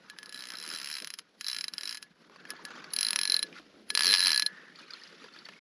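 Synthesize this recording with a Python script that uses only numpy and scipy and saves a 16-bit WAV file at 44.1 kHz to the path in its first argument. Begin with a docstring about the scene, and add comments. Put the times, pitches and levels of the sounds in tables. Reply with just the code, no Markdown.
"""A fishing reel's drag clicker sounds as a fish pulls line in four runs by a calm lake: its spring snaps over
the teeth of the turning spool, a struck resonator of bell, body and treble modes. The spring also scrapes and
squeals around each slip. The listening point is close to the reel from halfway on. Hands rub and crank
(shaped noise, short pings and knocks), with low rumble and one singing rub, over a quiet shore hush."""
import sys
import numpy as np
from scipy import signal
from scipy.io import wavfile
from scipy.ndimage import uniform_filter1d

SR = 44100
rng = np.random.default_rng(int(sys.argv[2]) if len(sys.argv) > 2 else 0)


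def to_linear_factor(level_db):
    """Convert decibel levels (scalar or array-like) to linear amplitude factors."""
    exponent = np.asarray(level_db, float) / 20
    return 10 ** exponent


def inscribe(sig):
    """Save sig as 16-bit PCM at rate SR to the path in sys.argv[1].

    A 1-D sig is mono; a 2-D sig holds one channel per row.
    Samples are clipped to [-1, 1] before scaling.
    """
    pcm = np.round(np.clip(np.atleast_2d(sig).T, -1, 1) * 32767)
    wavfile.write(sys.argv[1], SR, pcm.astype(np.int16))


N = 249243


def read(points, hz):
    """Spectral interpolation: joins (f/Hz, value) points on a log-frequency axis."""
    f, value = np.transpose(points)
    return np.interp(np.log(hz + 1), np.log(f + 1), value)


def evened(x):
    """Normalisation of power: scales to rms 1."""
    return x / np.sqrt(np.mean(x ** 2) + 1e-20)


def add(mix, s, sound):
    """Superposition: adds a sound at a time in seconds."""
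    part = mix[round(s * SR):][:len(sound)]
    part += sound[:len(part)]


def causal(points, size=2048):
    """Minimum phase: the Hilbert transform of the log gain gives the impulse response of a spectrum."""
    log_gain = np.log(to_linear_factor(read(points, abs(np.fft.fftfreq(4 * size, 1 / SR)))))
    return np.fft.ifft(np.exp(np.conj(signal.hilbert(log_gain)))).real[:size]


def noise(points, patchy_db, flicker_db, size):
    """Spectral shaping of Gaussian noise, with drifting patches and wide-band flicker; rms 1."""
    frames, hz = 4 * N // size + 5, np.fft.rfftfreq(size, 1 / SR)
    a, b, patches = rng.standard_normal((frames, len(hz), 3)).T
    patches = uniform_filter1d(patches, size=6, axis=0)
    patches = evened(uniform_filter1d(patches, size=8, axis=1))
    flicker = evened(uniform_filter1d(rng.standard_normal(frames), size=4))
    level_db = read(points, hz)[:, None] + patchy_db * patches + flicker_db * flicker
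    z = (a + 1j * b) * to_linear_factor(level_db)
    return evened(signal.istft(z, nperseg=size, noverlap=3 * size // 4)[1][:N])


def narrow_band(hz, width_hz, edge_db):
    """Resonance curve: a spectral peak that falls to edge_db one width away on either side."""
    return [(hz - 8 * width_hz, -80), (hz - width_hz, edge_db), (hz, 0),
            (hz + width_hz, edge_db), (hz + 8 * width_hz, -80)]


# spectrum of the quiet shore: (f/Hz, relative level/dB)
HUSH_SPECTRUM = [(90, -22.5), (160, 10.5), (400, 0), (900, -10.5), (4500, -15.5), (16000, -29)]


def hush():
    """Stationary broadband noise: the quiet hush of the shore."""
    return to_linear_factor(-62) * noise(HUSH_SPECTRUM, patchy_db=1.5, flicker_db=4, size=1024)


# spectrum of the low handling rumble: (f/Hz, relative level/dB)
RUMBLE_SPECTRUM = [(20, -16), (45, -8), (100, 5), (130, -17.5), (300, -47)]


def rumble():
    """Low-frequency noise under a gain of 0.3, raised to full from about 2.6 s to 4.4 s, then lowered again."""
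    t = np.arange(N) / SR
    gain = np.clip(np.minimum(t - 2.4, 4.6 - t) / .2, .3, 1)
    return to_linear_factor(-61) * noise(RUMBLE_SPECTRUM, patchy_db=2, flicker_db=4, size=2048) * gain


# strokes of hands and sleeves; rise and fall span 20 dB:
# (peak t/s, rise/s, fall/s, rustle level/dB, thud level/dB)
HAND_STROKES = [(.1, 0.75, 0.42, -58.5, -74.5), (.72, 0.99, 0.48, -49, -52), (1.03, .04, 0.068, -52, -50.5),
                (1.78, .3, 0.75, -59.5, -59), (2.31, 0.18, 4.5, -57.5, -53.5), (2.5, 0.16, 0.8, -50, -51),
                (2.728, 0.24, 1.34, -47.5, -50), (2.92, 0.9, 14, -64.5, -54.5),
                (3.463, 0.1, 0.22, -54, -47.5), (3.587, 0.09, 0.012, -45, -64),
                (3.81, 0.033, 0.051, -88, -51.5), (4.09, 0.39, 0.7, -57, -46), (4.548, 0.8, 1.8, -58, -70),
                (4.801, 0.14, 0.13, -51, -66), (4.93, .15, 1, -52, -55), (5.08, 0.33, 1.04, -58, -54),
                (5.25, 0.25, 0.16, -53, -50.5), (5.36, 0.24, 0.25, -53.5, -53),
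                (5.49, 0.31, 0.83, -55, -55.5)]


def stroke_gains():
    """Exponential envelopes: each stroke swells and dies away, the strongest one ruling; rustle and thud gains."""
    peak, rise, fall, rustle_db, thud_db = np.transpose(HAND_STROKES)[:, :, None]
    t = np.arange(0, N + 64, 64) / SR
    shape_db = -20 * np.maximum((peak - t) / rise, (t - peak) / fall)
    return [np.interp(np.arange(N) / SR, t, to_linear_factor(db + shape_db).max(0)) for db in (rustle_db, thud_db)]


# spectrum of the brighter rubbing, also of the rattles: (f/Hz, relative level/dB)
RUSTLE_SPECTRUM = [(400, -52.5), (800, -7.5), (1350, 4.5), (1800, 1), (3000, -3.5), (3700, -4),
                   (4600, -4.5), (6000, -8), (10500, -18), (16000, -34)]


def rattles(count=24):
    """Shot noise: random impulses, in clumps, set off short pings of gears and bail at scattered pitches."""
    out, t = np.zeros(N), np.arange(SR // 50) / SR
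    clump = to_linear_factor(7 * evened(uniform_filter1d(rng.standard_normal(N), size=SR // 30)))
    for hz in np.geomspace(1250, 11000, count):
        struck = rng.random(N) < 7 * clump / SR
        train = struck * to_linear_factor(3 * np.minimum(rng.exponential(size=N), 3))
        ping = np.sin(2 * np.pi * hz * t) * t * to_linear_factor(-60 * t / 0.016)
        out += to_linear_factor(read(RUSTLE_SPECTRUM, hz)) * signal.oaconvolve(train, ping)[:N]
    return evened(out)


# spectrum of the duller rubbing: (f/Hz, relative level/dB)
SLEEVE_SPECTRUM = [(350, -19), (600, -6.5), (1000, 5.5), (1500, 10.5), (2500, -3), (4500, -7.5),
                   (6500, -7.5), (10500, -29), (16000, -32.5)]


def rustle():
    """Friction noise: dull rubbing until 3.2 s and brighter after, with rattles of the cranked reel."""
    t = np.arange(N) / SR
    sleeve = noise(SLEEVE_SPECTRUM, patchy_db=3.2, flicker_db=3.5, size=512)
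    bright = noise(RUSTLE_SPECTRUM, patchy_db=1.6, flicker_db=1.5, size=256)
    cranking_db = np.where(t > 4.72, -1.5, -8)
    return np.where(t < 3.2, sleeve, bright) + to_linear_factor(cranking_db) * rattles()


# spectrum of the low thudding: (f/Hz, relative level/dB)
THUD_SPECTRUM = [(90, -17), (170, 6.5), (320, 4.5), (500, 2), (750, -9), (1500, -30.5)]


def thuds():
    """Structure-borne noise: the low thudding under the hands."""
    return noise(THUD_SPECTRUM, patchy_db=2.5, flicker_db=2.5, size=1024)


def hands():
    """Amplitude modulation: the strokes govern rustle and thudding."""
    rubbing, thudding = stroke_gains()
    return rubbing * rustle() + thudding * thuds()


# the four runs of the fish, one curve each, first tooth at the first row:
# (t/s, spool speed/(teeth/s), nominal snap level/dB, rms over its first 8 ms)
FISH_RUNS = [
    [(0.0992, 16.45, -44.0), (0.189, 6.09, -42.0), (0.224, 37.42, -44.0), (0.304, 25.16, -46.0),
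     (0.339, 55.58, -39.0), (0.354, 65.3, -43.0), (0.559, 58.8, -42.0), (0.629, 81.82, -42.0),
     (0.669, 76.49, -42.0), (0.744, 88.09, -38.0), (0.809, 65.86, -40.0), (0.939, 78.1, -37.0),
     (0.974, 62.88, -36.0), (1.014, 48.2, -43.0), (1.039, 39.69, -37.0), (1.099, 31.61, -39.0),
     (1.119, 28.84, -37.0), (1.1903, 15.02, -37.0)],
    [(1.4103, 17.18, -36.0), (1.44, 38.22, -37.0), (1.49, 65.85, -31.0), (1.54, 60.87, -37.0),
     (1.63, 29.73, -31.0), (1.725, 15.22, -39.0), (1.78, 26.93, -32.0), (1.8, 38.02, -37.0),
     (1.89, 55.53, -34.0), (1.91, 63.78, -36.0), (2.0296, 3.01, -39.0)],
    [(2.9359, 33.19, -33.0), (2.986, 43.78, -26.0), (3.066, 56.95, -27.0), (3.101, 45.07, -30.0),
     (3.166, 30.19, -24.0), (3.231, 52.5, -29.0), (3.281, 42.36, -29.0), (3.331, 47.68, -20.0),
     (3.391, 34.59, -29.0), (3.4297, 20.98, -26.0)],
    [(3.9032, 6.09, -27.0), (3.968, 45.89, -22.0), (4.038, 88.33, -27.0), (4.058, 86.66, -21.0),
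     (4.078, 95.66, -23.0), (4.143, 101.92, -22.0), (4.158, 89.07, -27.0), (4.263, 93.49, -23.0),
     (4.373, 59.13, -26.0), (4.398, 43.58, -22.0), (4.4649, 15.01, -25.0)],
]
# ringing in each run, as grip and angle of the reel change: (bell level/dB, bell drift/(dB/s),
# treble level/dB, treble drift/(dB/s), share of a turn at which the rim modes are loudest)
RINGING_OF_RUN = [(-59, -21.5, -48.5, 12, 0.75), (-52.5, 5, -46, 0, 0.032), (-44.5, 12.5, -29, -6, 0.41),
                  (-36.5, 2.5, -31, -6, 0.85)]
# body of the snap in each run: (crack level/dB, share of a turn at which the crack is fullest,
# rim level/dB, rim drift/(dB/s))
BODY_OF_RUN = [(3.5, .03, -0.5, -10), (-3, 0.74, 0.5, -2), (-2, 0.7, 0.5, 19), (1.5, 0.17, 2.5, 4.5)]
# lone snaps outside the even turning, the first an extra bounce of the spring between two teeth: # (t/s, snap
# level/dB, bell level/dB, treble level/dB)
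LONE_SLIPS = [(.3971, -49, -54, -62), (2.5042, -36.5, -42, -36.5), (2.6517, -39.5, -42, -45)]
TEETH_PER_TURN, RIM_SWELL_DB, CRACK_SWELL_DB = 13.4, 5, 6  # rim and crack swell and sink once a turn
FOLLOW = 0.29  # share of a snap's excess over the mean of its run that bell and treble follow


def teeth():
    """Integrated speed: each whole tooth passed is a slip; rows (t/s, snap, bell, treble, rim, crack/dB)."""
    rows = [np.pad(LONE_SLIPS, ((0, 0), (0, 2)))]
    for run, ringing, body in zip(FISH_RUNS, RINGING_OF_RUN, BODY_OF_RUN):
        bell_db, bell_drift, treble_db, treble_drift, rim_full = ringing
        crack_db, crack_full, rim_db, rim_drift = body
        knots, speeds, levels = np.transpose(run)
        t = np.arange(knots[0], knots[-1], 1 / SR)
        passed = np.cumsum(np.interp(t, knots, speeds)) / SR
        s = np.interp(np.arange(int(passed[-1]) + 1), passed, t)
        db = np.interp(s, knots, levels)
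        excess = FOLLOW * (db - db.mean())
        from_mean_s = s - s.mean()
        turns = np.arange(len(s)) / TEETH_PER_TURN
        bell = bell_db + bell_drift * from_mean_s + excess
        treble = treble_db + treble_drift * from_mean_s + excess
        rim = rim_db + rim_drift * from_mean_s + RIM_SWELL_DB * np.cos(2 * np.pi * (turns - rim_full))
        crack = crack_db + CRACK_SWELL_DB * np.cos(2 * np.pi * (turns - crack_full))
        rows.append(np.transpose([s, db, bell, treble, rim, crack]))
    return np.concatenate(rows)


# crack of the spring beside the modes: (f/Hz, relative level/dB from afar, relative level/dB close by)
SNAP_SPECTRUM = [(624, 0.5, -4), (950, 14.5, 21.5), (1590, 25, 24), (2370, 21, 26), (4920, 18.5, 29.5),
                 (6040, 19.5, 8.5), (9860, 9, 16), (17000, 5, -9.5)]
CLOSE_FROM_S = 2.75  # the reel is heard from afar before this and close by after


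def snap_of(close):
    """Impulse response: the broadband crack of the spring, from afar or close by."""
    hz, far_db, close_db = np.transpose(SNAP_SPECTRUM)
    return causal(np.transpose([hz, close_db if close else far_db]))


RIM_HZ = (3800, 4300)  # modes between these belong to the rim


def ring(modes, close, chance, spread_db, rim_db=0, detune=.0015):
    """Modal superposition: decaying sines, each strike exciting and tuning them a little differently."""
    t = np.arange(SR // 6) / SR
    hz, far_db, close_db, t60 = np.array(modes).T[:, :, None]
    level_db = (close_db if close else far_db) + spread_db * chance[:len(hz), None] - 60 * t / t60
    level_db = level_db + rim_db * ((hz > RIM_HZ[0]) & (hz < RIM_HZ[1]))
    sign = (-1) ** np.arange(len(hz))[:, None]  # neighbours start opposed, so close pairs swell before they die
    tuned_hz = hz * (1 + detune * chance[-len(hz):, None])
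    return (sign * to_linear_factor(level_db) * np.sin(2 * np.pi * tuned_hz * t)).sum(0)


# modes of spool and spring: (f/Hz, relative level/dB from afar, relative level/dB close by, decay t60/s)
REEL_MODES = [(1702, 7, 0, 0.13), (1457, -17, -48, 0.04), (2395, -10, -10, 0.0055), (3280, -17, -12, 0.028),
              (3960, 1, 3, 0.012), (4120, -6.5, 8, 0.019), (4600, -29, 12, 0.0068), (5290, 4, 5, 0.0084),
              (5880, -8.5, 0, 0.012), (7450, -5.5, -16, 0.0064), (9650, -2.5, -37, 0.0037),
              (10420, -15, -12, 0.014), (10255, 1.5, 2, 0.0031), (12040, 3.5, -32.5, 0.0036),
              (13550, -9, -9, 0.009)]
BELL, BODY, TREBLE = REEL_MODES[:1], REEL_MODES[1:10], REEL_MODES[10:]


def through_reel(x, close, body_db, treble_db):
    """Source-filter principle: passes an excitation through the body and treble modes of the reel."""
    body, treble = (ring(modes, close, np.zeros(20), spread_db=0) for modes in (BODY, TREBLE))
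    colour = to_linear_factor(body_db) * body / np.linalg.norm(body)
    colour += to_linear_factor(treble_db) * treble / np.linalg.norm(treble)
    return signal.oaconvolve(x, colour)[:N]


def scrape():
    """Friction excitation: a scrape swells into each slip, then bursts out louder and dies in milliseconds."""
    push, t = np.zeros(N), np.arange(SR // 16) / SR
    for s, db, *_ in teeth():
        db += 0 if s > CLOSE_FROM_S else 4  # the scrape is set 4 dB higher in the far part
        add(push, s - len(t) / SR, to_linear_factor(db - 60 * t / 0.092)[::-1])
        add(push, s, to_linear_factor(db + 16.5 - 60 * t / 0.045))
    hiss = push * rng.standard_normal(N)
    crack = to_linear_factor(-41) * signal.oaconvolve(hiss, snap_of(False))[:N]
    return through_reel(hiss, False, body_db=-29.5, treble_db=-25.5) + crack


# squeal of the spring on its treble modes: (f/Hz, width/Hz, level/dB relative to the snap's nominal treble)
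SQUEAL_BANDS = [(10430, 260, -15), (13570, 220, -14.5)]


def squeal():
    """Narrow-band resonance: whistles grow as the spring bends up a tooth and die after it slips."""
    push, t, whistle = np.zeros(N), np.arange(SR // 16) / SR, np.zeros(N)
    for s, _, _, treble_db, *_ in teeth():
        treble_db += 0 if s > CLOSE_FROM_S else 3.5  # the squeal is set 3.5 dB higher in the far part
        add(push, s - len(t) / SR, to_linear_factor(treble_db - 60 * t / 0.052)[::-1])
        add(push, s, to_linear_factor(treble_db - 60 * t / 0.022))
    for hz, width_hz, db in SQUEAL_BANDS:
        whistle += to_linear_factor(db) * noise(narrow_band(hz, width_hz, -12), patchy_db=0, flicker_db=2, size=512)
    return push * whistle


TOOTH_SPREAD_DB = 1.6  # scatter from tooth to tooth
BOUNCE_FAR, BOUNCE_CLOSE = .45, 0.15  # strength of a bounce, as a share of the blow


def clicker():
    """Impact excitation: the spring drops off a tooth, chatters, may bounce, and sets the spool ringing."""
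    out, snaps, clicks = np.zeros(N), (snap_of(False), snap_of(True)), teeth()
    first = round(SR / 125)  # levels refer to the first 8 ms
    chance, t = rng.standard_normal((len(clicks), 3, 300)), np.arange(300) / SR
    chance[:, 1] = evened(uniform_filter1d(chance[:, 1], size=2, axis=0))  # neighbouring teeth sound alike
    for (s, db, bell_db, treble_db, rim_db, crack_db), (chatter, mid, high) in zip(clicks, chance):
        close = s > CLOSE_FROM_S
        blow = np.diff(chatter * abs(chatter), prepend=0) * to_linear_factor(-60 * t / .008)
        blow *= .14 if close else .2
        blow[0] = -1
        bounce_at = int(np.clip(190 + 60 * high[53], 90, 299))  # in samples: 2 to 7 ms later
        blow[bounce_at] = (BOUNCE_CLOSE if close else BOUNCE_FAR) * max(high[54], 0)
        body = ring(BODY, close, mid, spread_db=3, rim_db=rim_db, detune=.005)
        crack = np.pad(snaps[close], (0, len(body) - len(snaps[close])))
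        crack = crack * to_linear_factor(crack_db + TOOTH_SPREAD_DB * mid[50])
        body = signal.fftconvolve(blow, body + crack)
        treble = signal.fftconvolve(blow, ring(TREBLE, close, high, spread_db=3))
        bell = ring(BELL, close, high[60:], spread_db=0, detune=0)
        add(out, s, to_linear_factor(db + TOOTH_SPREAD_DB * high[52]) * body / np.std(body[:first]))
        add(out, s, to_linear_factor(treble_db + 2 * TOOTH_SPREAD_DB * high[50]) * treble / np.std(treble[:first]))
        add(out, s, to_linear_factor(bell_db + TOOTH_SPREAD_DB * high[51]) * bell / np.std(bell[:first]))
    no_bass = signal.butter(N=4, Wn=650, btype="high", fs=SR, output="sos")  # a small reel has no bass
    return signal.sosfilt(no_bass, out)


# small knocks of crank and bail, and the bright first slip of the third run:
# (t/s, nominal level/dB, centre f/Hz)
KNOCKS_AND_SLIP = [(0.163, -44, 1700), (2.297, -42.5, 1040), (2.36, -46, 4530), (2.36, -38.5, 1100),
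                   (2.452, -34, 1720), (2.535, -36, 460), (2.565, -47, 4500), (2.705, -33.5, 1420),
                   (2.791, -42, 444), (2.841, -31, 1590), (2.842, -37.5, 4580), (2.859, -44, 1620),
                   (2.904, -38, 4320), (2.934, -21, 10330), (3.527, -38, 2400), (3.596, -32.5, 310),
                   (4.757, -41, 4440), (4.788, -44, 4410), (4.802, -44, 1476), (4.88, -47.5, 4130),
                   (4.906, -35, 4840), (4.935, -32, 4240), (5.015, -44, 4430), (5.035, -39.5, 4900),
                   (5.074, -41, 4820), (5.241, -32, 475), (5.261, -40, 390), (5.337, -44, 4530),
                   (5.361, -38, 1710), (5.388, -40, 4500), (5.453, -35, 4500), (5.463, -37.5, 1760),
                   (5.487, -29, 1750), (5.489, -38, 2614), (5.535, -44.5, 2490)]
CRACK_HZ = (700, 9000)  # those outside this range carry no crack


def knocks():
    """Damped oscillation: short noisy rings around one centre pitch, most with a small crack."""
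    out, t, snap = np.zeros(N), np.arange(SR // 16) / SR, snap_of(False)
    for s, db, hz in KNOCKS_AND_SLIP:
        grit = rng.standard_normal(len(t))
        tone = np.sin(2 * np.pi * hz * t) * (.8 + 0.7 * evened(uniform_filter1d(grit, size=20)))
        tone *= np.minimum(t / 0.00071, 1)
        crack = evened(np.convolve(grit, snap)[:len(t)]) * to_linear_factor(-60 * t / .014)
        crack *= CRACK_HZ[0] < hz < CRACK_HZ[1]
        add(out, s, to_linear_factor(db - 60 * t / 0.033) * (0.84 * tone + 0.25 * crack))
    return out


def singing_rub():
    """Narrow-band friction noise: a rub that sings after the last run and fades."""
    start_s, length_s, fade_db_per_s = 4.47, 0.29, 14
    since = np.arange(N) / SR - start_s
    sing = noise(narrow_band(1760, 210, -9), patchy_db=0, flicker_db=0, size=2048)
    gate = np.clip(np.minimum(since / 0.017, (length_s - since) / 0.078), 0, 1)
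    return sing * to_linear_factor(-50.5 - fade_db_per_s * since) * gate


# side part against the middle, while switched on: (f/Hz, relative level/dB)
SIDE_SPECTRUM = [(60, -7), (180, -15), (550, -12), (1200, -28), (2500, -14), (4970, -14), (9000, -14),
                 (10500, -19), (12000, -2), (14000, -4), (16000, -14)]


def side_of(mid):
    """Decorrelation: random phases give a small side part; below 10 kHz it switches on and off."""
    hz, _, z = signal.stft(mid, SR, nperseg=128)
    loose = np.exp(2j * np.pi * rng.random(z.T.shape).T)
    patches = uniform_filter1d(rng.standard_normal(z.T.shape).T, size=24, axis=1)
    patches = evened(uniform_filter1d(patches, size=16, axis=0))
    power = uniform_filter1d((abs(z) ** 2).sum(0), size=40)
    loud_db = 10 * np.log10(abs(power) + 1e-12)
    switched_on = (patches > .4) & (loud_db > np.median(loud_db))
    switched_on = switched_on | (hz[:, None] > 10000)
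    loose *= np.where(switched_on, 1, to_linear_factor(-40))
    return signal.istft(z * loose * to_linear_factor(read(SIDE_SPECTRUM, hz))[:, None], nperseg=128)[1][:N]


def scene():
    """Mid/side superposition: all sources reach two close ports almost alike."""
    mid = hush() + rumble() + hands() + scrape() + squeal() + clicker() + knocks() + singing_rub()
    side = side_of(mid)
    return np.array([mid + side, mid - side])


# response of the microphone behind its housing: (f/Hz, gain/dB)
MIC_RESPONSE = [(30, -16), (105, -24.5), (165, -7), (5000, 0.5), (6500, -6.5), (8300, -15), (8850, -20),
                (9050, -34), (9250, -15), (9600, -13), (10300, 0.5), (11300, -10.5), (13600, -20.5),
                (14600, -29.5), (15400, -23), (16400, -54.5)]


def microphone(dry):
    """Linear filtering: the housing colours the sound at the microphone."""
    return signal.oaconvolve(dry, causal(MIC_RESPONSE)[None], axes=1)[:, :N]


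def top_cut(x):
    """Nothing passes above the cut-off."""
    return signal.sosfilt(signal.butter(12, 16460, fs=SR, output="sos"), x)


def record(dry):
    """Linear filtering and gain: microphone colour, then a quick fade that reaches silence at 5.595 s."""
    fade = np.clip((5.595 - np.arange(N) / SR) / 0.0088, 0, 1)
    finished = microphone(dry) * fade
    return top_cut(finished)


dry = scene()
out = record(dry)
inscribe(out)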